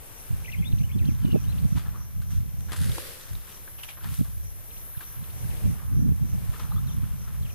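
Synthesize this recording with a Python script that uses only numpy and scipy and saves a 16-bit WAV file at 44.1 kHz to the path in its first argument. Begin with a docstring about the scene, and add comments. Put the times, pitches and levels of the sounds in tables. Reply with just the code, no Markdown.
"""Elephants wallow in a mud hole in open grassland, some way from a hand-held camera.
The mud slops and sucks in bursts of wet grains, with the rising ring of bursting air pockets. One trunk
flings a patter of drops and clods, then blows out in a hollow, gurgling hiss. A small bird twitters in
quick whistled arcs, bush crickets shrill with toothed wings, and gusts buffet the microphone."""
import sys
import numpy as np
from scipy import signal
from scipy.fft import rfft, irfft
from scipy.io import wavfile
from scipy.ndimage import uniform_filter1d

SR = 44100
rng = np.random.default_rng(int(sys.argv[2]) if len(sys.argv) > 2 else 0)


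def persist_wave(psi):
    """Save psi, clipped to +-1, as 16-bit WAV."""
    counts = np.round(np.clip(psi, -1, 1) * 32767).astype(np.int16)
    wavfile.write(sys.argv[1], SR, np.atleast_2d(counts).T)


N = 332514
TIME = np.arange(N) / SR
FREQ = np.maximum(np.fft.rfftfreq(N, 1 / SR), 1)
STRIKE_HZ = 302.1  # tooth strikes of a bush cricket's wing per second

# The breeze at the microphone. Each row: time in seconds, level in dB.
BREEZE = [(0, -53), (.24, -55), (.32, -36), (.62, -30.5), (1.6, -25), (1.9, -32), (2.1, -34.5), (2.4, -27),
          (2.65, -33.5), (3.15, -46), (3.9, -47.5), (4.3, -30), (4.65, -46), (5.1, -43), (5.9, -33),
          (6.3, -27.5), (6.56, -33.5), (6.78, -24), (7.15, -33), (7.54, -33.5)]
# Gusts. Each row: centre in seconds, half length in seconds, level in dB, extra treble reach in octaves.
GUSTS = [(0.33, 0.02, -29, 0.21), (0.603, 0.025, -23, 0.17), (0.702, 0.05, -24, 0.4),
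         (0.812, 0.042, -21.5, -0.026), (0.965, 0.014, -21, 0.6), (1.056, 0.085, -19.5, 0.34),
         (1.275, 0.045, -24, 1.25), (1.355, 0.026, -20, 2.26), (1.635, 0.058, -29, 0.54),
         (1.762, 0.025, -22.5, -0.044), (2.188, 0.044, -28, -0.26), (2.385, 0.041, -22.5, -0.42),
         (2.856, 0.083, -19.5, -0.13), (3.355, 0.053, -28.5, -0.31), (4.09, 0.054, -27.5, 0.12),
         (4.208, 0.02, -19.5, 0.52), (4.33, 0.2, -36, -1.1), (5.21, 0.036, -28.5, 0.05),
         (5.478, 0.076, -28, -0.062), (5.691, 0.052, -20, 0.19), (6.007, 0.095, -19.5, 0.27),
         (6.079, 0.042, -18, 0.17), (6.242, 0.027, -25, 0.67), (6.351, 0.021, -26, 0.042),
         (6.964, 0.029, -28.5, .3), (7.046, 0.028, -26, 0.029), (7.42, 0.058, -25, -0.33)]
# Tone of the wind rumble. Each row: frequency in Hz, relative level in dB per half octave.
RUMBLE_TONE = [(20, -38), (40, -3), (62, 2), (100, 3), (150, -2), (200, -9.5), (280, -28.5), (400, -35),
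               (600, -39), (1200, -78)]
# Single eddies. Each row: centre in seconds, pitch in Hz, peak in dB.
THUMPS = [(0.31, 106, -16), (0.611, 132, -15.5), (0.737, 108, -8.5), (0.812, 141, -13), (0.961, 202, -20),
          (1.057, 130, -14.5), (1.09, 196, -10.5), (1.251, 207, -9), (1.33, 160, -14), (1.346, 241, -7),
          (1.361, 440, -14), (1.653, 140, -9), (1.727, 143, -11), (4.194, 120, -12), (4.212, 176, -7.5),
          (4.977, 108, -22.5), (5.228, 141, -25), (5.991, 150.4, -15.5), (6.062, 189, -12.5),
          (6.092, 165, -14), (6.227, 149.7, -15.5), (6.496, 101, -14)]

# EQ curves. Each row: frequency in Hz, relative gain in dB.
AIR_EQ = [(30, 20.5), (100, 18), (220, 6), (500, 7), (800, 3.5), (1400, -2), (2300, -1), (4500, -8),
          (7000, -8.5), (8500, -3), (10000, -1), (13000, -21), (15500, -21)]  # open-air bed
WING_EQ = [(8000, -40), (10000, -22), (10500, -10), (10900, -10), (11190, -1), (11400, -4), (11800, -4),
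           (12080, 2), (12450, -3), (12900, -4), (13300, -12), (13800, -8), (14600, -11), (15700, -25)]  # ring of a bush cricket's wing
CHORUS_EQ = [(8000, -44), (9900, -38), (10500, -9), (11300, -1.5), (12900, -2.5), (13300, -2), (13800, -7),
             (14600, -2.5), (15700, -34)]  # distant bush crickets
SLOP_EQ = [(200, 1), (600, -8.5), (850, -2), (1250, 3), (2100, -3), (3400, -2.5), (6000, -11.5),
           (11000, -8), (15500, -22)]  # slopping mud
SQUELCH_EQ = [(400, -4), (900, 7), (1900, 1.5), (2900, 4.5), (4500, -10), (7000, -18), (11000, -15),
              (15500, -37)]  # wet suction
DROP_EQ = [(290, -26), (500, -9), (863, -10), (982, -7.5), (1620, 7.5), (2430, -4.5), (3430, 2), (6270, -4),
           (11000, 2), (14000, -12), (15500, -40)]  # falling drops
CLOD_EQ = [(200, 0), (520, -5), (650, -4), (900, 0), (1250, -1), (2100, -6), (3400, -1.5), (6000, -7.5),
           (10500, -1), (13000, -9), (15500, -34)]  # landing clods
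TRUNK_EQ = [(200, -10), (330, 5.5), (430, 3.5), (530, 10.5), (680, -10), (1200, 0), (2300, 0), (4500, -1),
            (7000, -6.5), (11000, 1.5), (13000, -1), (15500, -18)]  # air blown through a trunk

# Fader rides. Each row: time in seconds, level in dB.
BUZZ_FADER = [(0, -52), (.3, -48), (.8, -59.5), (1.3, -55), (2.5, -55), (3.85, -46.5), (4.5, -50.5),
              (4.9, -42), (5.7, -49), (6.2, -54), (6.7, -48), (7.1, -53)]  # the nearest bush cricket
BUBBLING_FADER = [(0, -65), (.2, -60), (.43, -55), (.46, -66), (.92, -64.5), (1.25, -53.5), (1.6, -56.5),
                  (2.2, -64), (2.6, -68), (3.3, -58), (4.2, -67), (4.6, -66.5), (5.05, -55), (5.25, -55),
                  (5.5, -67), (5.85, -62), (6.25, -61.5), (6.65, -56.5), (7.3, -58), (7.54, -60)]  # wet background: swells, drops abruptly at 0.44 s, then comes and goes
# Solo bush crickets. Each row: start in seconds, end in seconds, pitch in Hz, level in dB.
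SHRILLS = [(.08, 0.35, 11170, -53.5), (.45, 1.2, 12670, -61), (.4, 1.9, 12050, -57), (1.3, 2.6, 12950, -67),
           (3.5, 5.9, 11070, -52.5), (3.6, 5.6, 12070, -57), (4.1, 4.2, 12500, -51), (6.1, 6.8, 13600, -58),
           (6.6, 9, 14500, -63), (.05, .5, 9750, -63), (6.6, 7.4, 10600, -57)]

# Mud hits. Each row: peak time in seconds, decay in seconds, level in dB, treble tilt in dB per octave,
SLOPS = [(1.773, 0.042, -45, -1, 944), (1.862, 0.032, -51, -11, 1670), (1.955, 0.052, -51.5, -21, 1170),
         (2.22, 0.02, -52, 2.5, 1470), (2.32, 0.054, -50, 3, None), (2.607, 0.002, -42.5, 5.5, None),
         (2.694, 0.033, -48.5, -5, 1590), (2.725, 0.03, -41, -3, None), (3.5, 0.095, -55.5, 2, None),
         (3.677, 0.0073, -48.5, -7, 1590), (3.972, 0.021, -48.5, -9, None), (4.01, 0.022, -54, -2, 1480),
         (4.05, 0.053, -45.5, -2.5, None), (4.155, 0.13, -47, 6, None), (4.255, 0.026, -56, -14, 1600),
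         (5.008, 0.015, -43.5, -1.5, 1570), (5.613, .003, -52, 13, None), (5.8, 0.12, -55, -11, None),
         (6.54, 0.044, -49, -3, 1690), (6.6, 0.029, -45.5, -2, 1280), (6.65, 0.038, -56, -22, 1160),
         (6.722, 0.019, -56, -18, None), (6.77, 0.031, -61, -22, None), (6.875, .03, -58.5, -13, 1640),
         (7.04, 0.054, -58, -8, None), (7.28, 0.045, -55, -8, None)]  # feet and trunks in the wallow
SQUELCHES = [(2.918, 0.0024, -36.5, 4.7, 3520), (3.353, 0.0012, -42.5, 3.4, 3700),
             (3.79, 0.029, -47, 3.4, None), (3.835, 0.017, -39, 6, 2900), (3.889, 0.029, -41, 4.5, 2300)]  # sharp wet suction
CLODS = [(2.72, 0.0077, -35.5, -2.5, None), (2.732, 0.01, -39, -1.5, None),
         (2.768, 0.026, -41.5, 1.5, None), (2.828, 0.03, -44, 2, None), (2.856, .008, -50, 4, None),
         (2.896, 0.003, -39.5, -4.5, None), (2.94, 0.007, -54, 2, None), (2.983, 0.0028, -34, -3.5, None),
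         (3.198, .003, -45, 1, None)]  # flung mud landing

# Bird syllables. Each row: start in seconds, shape name, length in seconds, pitch in Hz, level in dB.
SONG = [(0.442, "dip", 0.023, 2270, -40), (0.472, "dip", 0.033, 1980, -38.5),
        (0.515, "zip up", 0.012, 3000, -45), (0.524, "fall", 0.029, 2410, -37.5),
        (0.57, "rise", 0.031, 3150, -50), (0.619, "dip", 0.031, 2120, -40),
        (0.646, "rise", 0.043, 3600, -41.5), (0.791, "dip", 0.031, 2160, -48),
        (0.831, "hook", 0.026, 2970, -48.5), (0.885, "dip", 0.038, 2176, -47.5),
        (0.913, "hook", 0.043, 3360, -54), (0.993, "rise", 0.014, 2530, -51),
        (1.009, "fall", 0.026, 2090, -53), (1.065, "hook", 0.021, 3150, -49.5),
        (1.078, "fall", 0.036, 2460, -52), (1.197, "sag", 0.22, 2777, -53.5),
        (1.301, "arch", 0.047, 3010, -47.5), (1.437, "rise", 0.019, 2980, -50),
        (1.47, "rise", 0.05, 3930, -52.5), (6.708, "rise", 0.036, 4050, -56),
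        (6.76, "rise", 0.038, 3500, -55), (6.867, "fall", 0.042, 3490, -52.5),
        (6.9, "arch", 0.044, 3620, -55), (7.422, "fall", .02, 3560, -53),
        (7.448, "fall", 0.026, 2760, -49.5), (7.493, "fall", 0.02, 2710, -49.5)]
# Syllable shapes. Each entry: name, then start, middle and end pitch as ratios of the syllable's pitch.
GLIDES = {"zip down": (1.5, 1, .72), "zip up": (.72, 1.1, 1.65), "dip": (1.42, 1, 1.6),
          "fall": (1.27, 1, .84), "rise": (.93, 1, 1.09), "sag": (1.12, 1.02, .86), "arch": (.85, 1, .68),
          "hook": (.84, 1.02, .96)}
# Bouts of the bird's paired zips. Each row: start in seconds, level in dB.
ZIP_BOUTS = [(0.718, -47.5), (4.703, -51)]

# Large bubbles. Each row: start in seconds, starting pitch in Hz, level in dB.
GLUGS = [(1.77, 1400, -40), (2.007, 1120, -46), (3.975, 1480, -45), (4.045, 1560, -39), (4.058, 1750, -44),
         (4.948, 1560, -43.5), (5.44, 1480, -45.5), (5.609, 1470, -48), (6.56, 1380, -44),
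         (6.597, 940, -42.5), (6.645, 1270, -48), (6.711, 796, -41.5), (6.72, 1180, -37.5),
         (6.761, 1184, -42), (6.78, 1180, -41.5), (6.83, 1049, -50)]  # rising through the mud
BURPS = [(2.893, 378, -38), (2.98, 490, -30), (2.982, 328, -40), (3.17, 520, -46)]  # in the trunk as it blows


def undb(db):
    """Decibels to gain."""
    return 10 ** (np.asarray(db) / 20)


def unit(x):
    """Scale to an rms of one."""
    return x / np.sqrt(np.mean(x ** 2))


def curve(rows):
    """Join (seconds, value) rows by straight lines."""
    return np.interp(TIME, *np.transpose(rows))


def eq(points):
    """Gain at every frequency from (Hz, dB) points."""
    hz, db = np.transpose(points)
    return undb(np.interp(np.log(FREQ), np.log(hz), db))


def bell(centre_hz, width_hz):
    """Gain of a bell-shaped band-pass."""
    return np.exp(-((FREQ - centre_hz) / width_hz) ** 2 / 2)


def shape(x, gain):
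    """Filter by a gain per frequency; rms one."""
    return unit(irfft(rfft(x) * gain, N))


def pan(db):
    """Stereo gains for a level difference; positive leans left."""
    return undb(np.array([[db], [-db]]) / 2)


def ports(x, radians):
    """A source off to one side reaches the two microphone ports out of phase."""
    return irfft(rfft(x) * np.exp(1j * np.array([[0], [radians]])), N)


def wander(rate_hz):
    """Smooth random modulation; rms one."""
    hold = max(int(SR / rate_hz), 1)
    steps = np.repeat(rng.standard_normal(N // hold + 1), hold)
    return unit(uniform_filter1d(uniform_filter1d(steps, hold), hold)[:N])


def stereo_noise(likeness):
    """Left and right noise, from fully wide (0) to mono (1)."""
    centre = np.sqrt(likeness) * rng.standard_normal(N)
    return centre + np.sqrt(1 - likeness) * rng.standard_normal((2, N))


def envelope(s, attack_s, hold_s, release_s):
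    """Swell up to time s, hold, then die away."""
    age = TIME - s
    return np.exp(-(np.minimum(age, 0) / attack_s) ** 2 - np.maximum(age - hold_s, 0) / release_s)


def wind(calm_db=-32.5, db_per_octave=43.5, flutter_db=2.6, ceiling=.55, lowpass_hz=1400):
    """Turbulent rumble, opposite in sign at the two ports; stronger gusts shed smaller, higher eddies."""
    force, lift = undb(curve(BREEZE)) ** 2, 0
    for s, half_s, db, reach in GUSTS:
        gust = undb(db) ** 2 * np.exp(-2 * np.minimum(((TIME - s) / half_s) ** 2, 20))
        force, lift = force + gust, lift + reach * gust
    wind_db = 10 * np.log10(force)
    octaves = (wind_db - calm_db) / db_per_octave + lift / force
    stretch = np.maximum(1 + octaves / 3.8, .5)  # the spectrum stretches up from its low end
    turbulence = rfft(stereo_noise(.91) * np.array([[1], [-1]]))
    tone_hz, tone_db = np.transpose(RUMBLE_TONE)
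    bands, power = 0, 0
    for hz in 20 * 2 ** (np.arange(13) / 2):
        band = unit(irfft(turbulence * np.maximum(1 - 2 * abs(np.log2(FREQ / hz)), 0), N))
        gain = undb(np.interp(np.log2(hz / 22) / stretch, np.log2(tone_hz / 22), tone_db))
        bands = bands + gain * band * pan(-1.4 * np.log2(hz / 50))  # small eddies lean right
        power = power + gain ** 2
    rumble = bands / np.sqrt(power)
    # compress, so that the flow, more than chance, sets how hard it hits
    rumble /= (uniform_filter1d(np.mean(rumble ** 2, axis=0), size=1500) + .1) ** (1 / 3)
    pressure = rumble * undb(wind_db + flutter_db * wander(45)) + thumps()
    rounded = ceiling * np.tanh(pressure / ceiling)
    return irfft(rfft(rounded) / (1 + (FREQ / lowpass_hz) ** 4), N)


def thumps(half_cycles=.62):
    """Each eddy gives one or two swings of pressure as it crosses the ports."""
    out = np.zeros(N)
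    for (s, hz, db), phase in zip(THUMPS, rng.random(len(THUMPS))):
        span = abs(TIME - s) < .05
        cycles = (TIME[span] - s) * hz
        swing = np.cos(2 * np.pi * (cycles + phase))
        out[span] += undb(db) * np.exp(-(cycles / half_cycles) ** 2) * swing
    return out * np.array([[1], [-1]]) * pan(-4)


def air(db=-50, swell_db=2.75):
    """A bed of faint bush rustle and smooth hiss."""
    return shape(stereo_noise(.014), eq(AIR_EQ)) * undb(db + swell_db * wander(3.46)) * pan(3.3)


def near_bush_cricket(jitter=.0035, scatter_db=.5, second_s=.0013, second_db=-8):
    """Each tooth strike gives a short shrill ring of the wing, followed by a weaker one."""
    chance = rng.standard_normal((int(STRIKE_HZ * N / SR), 4)).T
    strikes = np.cumsum(1 + jitter * chance[0]) / STRIKE_HZ
    times = np.concatenate([strikes, strikes + second_s * (1 + .035 * chance[1])])
    sizes = undb(np.repeat([0, second_db], len(strikes)) - scatter_db * chance[2:].ravel())
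    # band-limited clicks, placed between the samples
    taps = (times * SR).astype(int)[:, None] + np.arange(-8, 9)
    pulses = sizes[:, None] * np.sinc(taps - times[:, None] * SR)
    clicks = np.bincount((taps % N).ravel(), pulses.ravel(), N)
    ring = ports(shape(clicks, eq(WING_EQ)), radians=2.12)
    return ring * undb(curve(BUZZ_FADER) + .69 * wander(9.8)) * pan(1.8)


def chorus(db=-54, diffuse_db=-4):
    """Distant bush crickets strike at nearly the same rate and blend into a steady, banded shimmer."""
    comb = undb(5 * np.cos(2 * np.pi * FREQ / STRIKE_HZ))
    noise = ports(rng.standard_normal(N), radians=1.55) + undb(diffuse_db) * stereo_noise(0)
    return shape(noise, eq(CHORUS_EQ) * comb) * undb(db) * pan(3.2)


def shrills(width_hz=30, fade_s=.14, waver_db=1):
    """Single bush crickets hold thin, wavering notes over the chorus."""
    notes = 0
    for start, end, hz, db in SHRILLS:
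        note = shape(rng.standard_normal(N), bell(hz, width_hz))
        notes = notes + note * undb(db) * envelope(start, fade_s, end - start, fade_s)
    return ports(notes * undb(waver_db * wander(9.6)), radians=2.4) * pan(1.5)


def cricket(db=-56, first_s=.19, every_s=.306, half_s=.055, between_db=-7):
    """A lower insect chirps about three times a second and rasps softly in between."""
    from_peak_s = ((TIME - first_s) / every_s + .5) % 1 * every_s - every_s / 2
    chirps = np.hypot(np.exp(-(from_peak_s / half_s) ** 2), undb(between_db))
    rasp = shape(stereo_noise(.75) * np.array([[1], [-1]]), bell(5950, 430))
    return rasp * chirps * undb(db)


def patter(per_s, spread_db, wash_db, likeness, smear_s=.0005):
    """Tiny wet impacts of very unequal size, each briefly smeared, over a smooth wash."""
    hits = (rng.random(N) < per_s / SR) * undb(spread_db * np.minimum(rng.exponential(size=N), 4))
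    energy = signal.lfilter([1], [1, -np.exp(-1 / (smear_s * SR))], hits ** 2 + 1e-18)
    grains = unit(np.sqrt(energy) * stereo_noise(likeness))
    return unit(grains + undb(wash_db) * stereo_noise(likeness))


def add_pop(out, s, hz, cycles, gains, rise=.13):
    """Mix in one bursting air pocket: a short ring whose pitch climbs by the fraction `rise`."""
    start = int(s * SR)
    progress = TIME[:min(int(cycles / hz * SR), N - start)] * hz / cycles
    ring = np.sin(2 * np.pi * cycles * progress * (1 + rise / 2 * progress))
    out[:, start:start + len(ring)] += gains * ring * np.exp(-4 * progress) * (1 - np.exp(-25 * progress))


def bubbles(per_s, low_hz, high_hz, cycles, spread_db):
    """Many small air pockets burst at random."""
    out = np.zeros((2, N))
    for when, pitch, size, side in rng.random((int(per_s * N / SR), 4)):
        gains = undb(-spread_db * np.log(max(size, .04))) * pan(12 * (side - .5))
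        add_pop(out, when * N / SR, low_hz * (high_hz / low_hz) ** pitch, cycles, gains)
    return unit(out)


def splats(rows, tone, grains, tilt_from_hz=1200, sharpest_s=.0012, slap_s=.1, pop_db=8):
    """Each splat is a burst of wet grains that swells and dies away; some pop an air pocket at the peak."""
    out, size = np.zeros((2, N)), 2 ** 15
    hz = np.maximum(np.fft.rfftfreq(size, 1 / SR), 1)
    body = np.interp(hz, FREQ, eq(tone))
    treble_octaves = np.log2(np.maximum(hz / tilt_from_hz, 1))
    for s, decay_s, db, tilt_db, pocket_hz in rows:
        start = int(np.clip(s * SR - size / 4, 0, N - size))
        span = slice(start, start + size)
        burst = unit(irfft(rfft(grains[:, span]) * body * undb(tilt_db * treble_octaves)))
        attack_s = np.hypot(sharpest_s, decay_s ** 2 / (decay_s + slap_s))  # short ones slap, long swell
        out[:, span] += burst * envelope(s, attack_s, 0, decay_s)[span] * undb(db)
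        if pocket_hz:
            add_pop(out, s, pocket_hz, cycles=25, gains=undb(db + pop_db))
    return out


def wallow():
    """Feet and trunks slop in the mud and pull free; a wet, bubbling background comes and goes."""
    grains = patter(per_s=1200, spread_db=3.5, wash_db=-2, likeness=.55)
    pockets = bubbles(per_s=380, low_hz=968, high_hz=2140, cycles=24, spread_db=3)
    slops = splats(SLOPS, SLOP_EQ, grains + undb(-34.5) * pockets) * pan(5)
    suction = patter(per_s=2000, spread_db=3, wash_db=-1, likeness=.05)
    squelches = splats(SQUELCHES, SQUELCH_EQ, suction) * pan(.7)
    seethe = bubbles(per_s=600, low_hz=940, high_hz=1824, cycles=34, spread_db=2)
    bubbling = unit(shape(grains, eq(SLOP_EQ)) + undb(-7.5) * seethe)
    return slops + squelches + bubbling * undb(curve(BUBBLING_FADER)) * pan(2.7)


def zips(pairs=4, every_s=.266, answer_s=.061, length_s=.016, hz=3150):
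    """The bird's bouts as syllable rows: each falling zip is answered by a rising one."""
    return [(s + k * every_s + lag, kind, length_s, hz, db)
            for s, db in ZIP_BOUTS for k in range(pairs)
            for kind, lag in (("zip down", 0), ("zip up", answer_s))]


def bird(swell_db=4, flutter_db=1, leaves_hz=4900, scatter_db=-8, scatter_s=.036):
    """Quick whistled arcs, dulled and blurred by the bushes."""
    song, wobble = np.zeros(N), 1 + .008 * wander(600)
    for s, kind, length_s, pitch_hz, db in SONG + zips():
        span = (TIME >= s) & (TIME < s + length_s)
        progress = np.clip((TIME[span] - s) / length_s, 0, 1)
        glide = np.polyval(np.polyfit([0, .5, 1], GLIDES[kind], 2), progress)
        hz = pitch_hz * glide * wobble[span]
        gain = undb(db + swell_db * (progress - 1) * (kind == "dip"))  # a dip grows louder as it goes
        fade = np.minimum(2 * abs(np.sin(np.pi * progress)), 1)
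        song[span] += gain * fade * np.sin(2 * np.pi * np.cumsum(hz) / SR)
    song *= undb(flutter_db * wander(250))
    dulled = irfft(rfft(song) / (1 + (FREQ / leaves_hz) ** 10), N)
    bushes = unit(stereo_noise(0) * np.exp(-TIME / scatter_s)) / np.sqrt(N)
    echo = signal.fftconvolve(dulled[None], bushes[:, :SR // 2], axes=1)[:, :N]
    return (ports(dulled, radians=1.71) + undb(scatter_db) * echo) * pan(5.2)


def glugs(rough_db=2):
    """Large air pockets gulp at the surface; the wall of mud around them roughens the ring."""
    out = np.zeros((2, N))
    for s, hz, db in GLUGS:
        add_pop(out, s, hz, cycles=30, gains=undb(db), rise=.28)
    return out * undb(rough_db * wander(500)) * pan(7.5)


def flung_mud(s=2.755, attack_s=.046, drip_db=-67):
    """Drops and clods land in a burst and run off slowly; the wet animals drip all along."""
    drops = shape(patter(per_s=600, spread_db=3.4, wash_db=-5, likeness=.55), eq(DROP_EQ))
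    landing = undb(-45) * envelope(s, attack_s, hold_s=.15, release_s=.059)
    runoff = undb(-57.5) * envelope(s, attack_s, hold_s=.65, release_s=.1)
    drops *= np.hypot(landing, runoff + undb(drip_db)) * undb(2 * wander(70)) * pan(.8)
    grains = patter(per_s=2500, spread_db=3, wash_db=-1, likeness=.6)
    return drops + splats(CLODS, CLOD_EQ, grains) * pan(2.5)


def trunk_blow(s=2.998, attack_s=.15, hiss_db=-40.5, gurgle_db=-53):
    """The trunk blows itself clear: a hollow hiss, a shorter gurgle and a few wet burps."""
    hiss = shape(stereo_noise(.028), eq(TRUNK_EQ)) * pan(1) * undb(hiss_db + wander(53))
    gurgle = ports(shape(rng.standard_normal(N), bell(515, 65)), radians=.31)
    gurgle *= undb(gurgle_db + 3.6 * wander(29.3))
    out = hiss * envelope(s, attack_s, hold_s=.058, release_s=.15)
    out += gurgle * envelope(s, attack_s, hold_s=.084, release_s=.045)
    for burp_s, hz, db in BURPS:
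        add_pop(out, burp_s, hz, cycles=13, gains=undb(db))
    return out


def scene():
    """The elephants and the bird over a bed of wind and insects."""
    bed = wind() + air() + near_bush_cricket() + chorus() + shrills() + cricket()
    elephants = wallow() + glugs() + flung_mud() + trunk_blow()
    return bed + elephants + bird()


def record(dry):
    """The camera cuts the top end steeply."""
    top_hz = 15600
    return signal.sosfilt(signal.ellip(10, .1, 80, top_hz, fs=SR, output="sos"), dry)


dry = scene()
out = record(dry)
persist_wave(out)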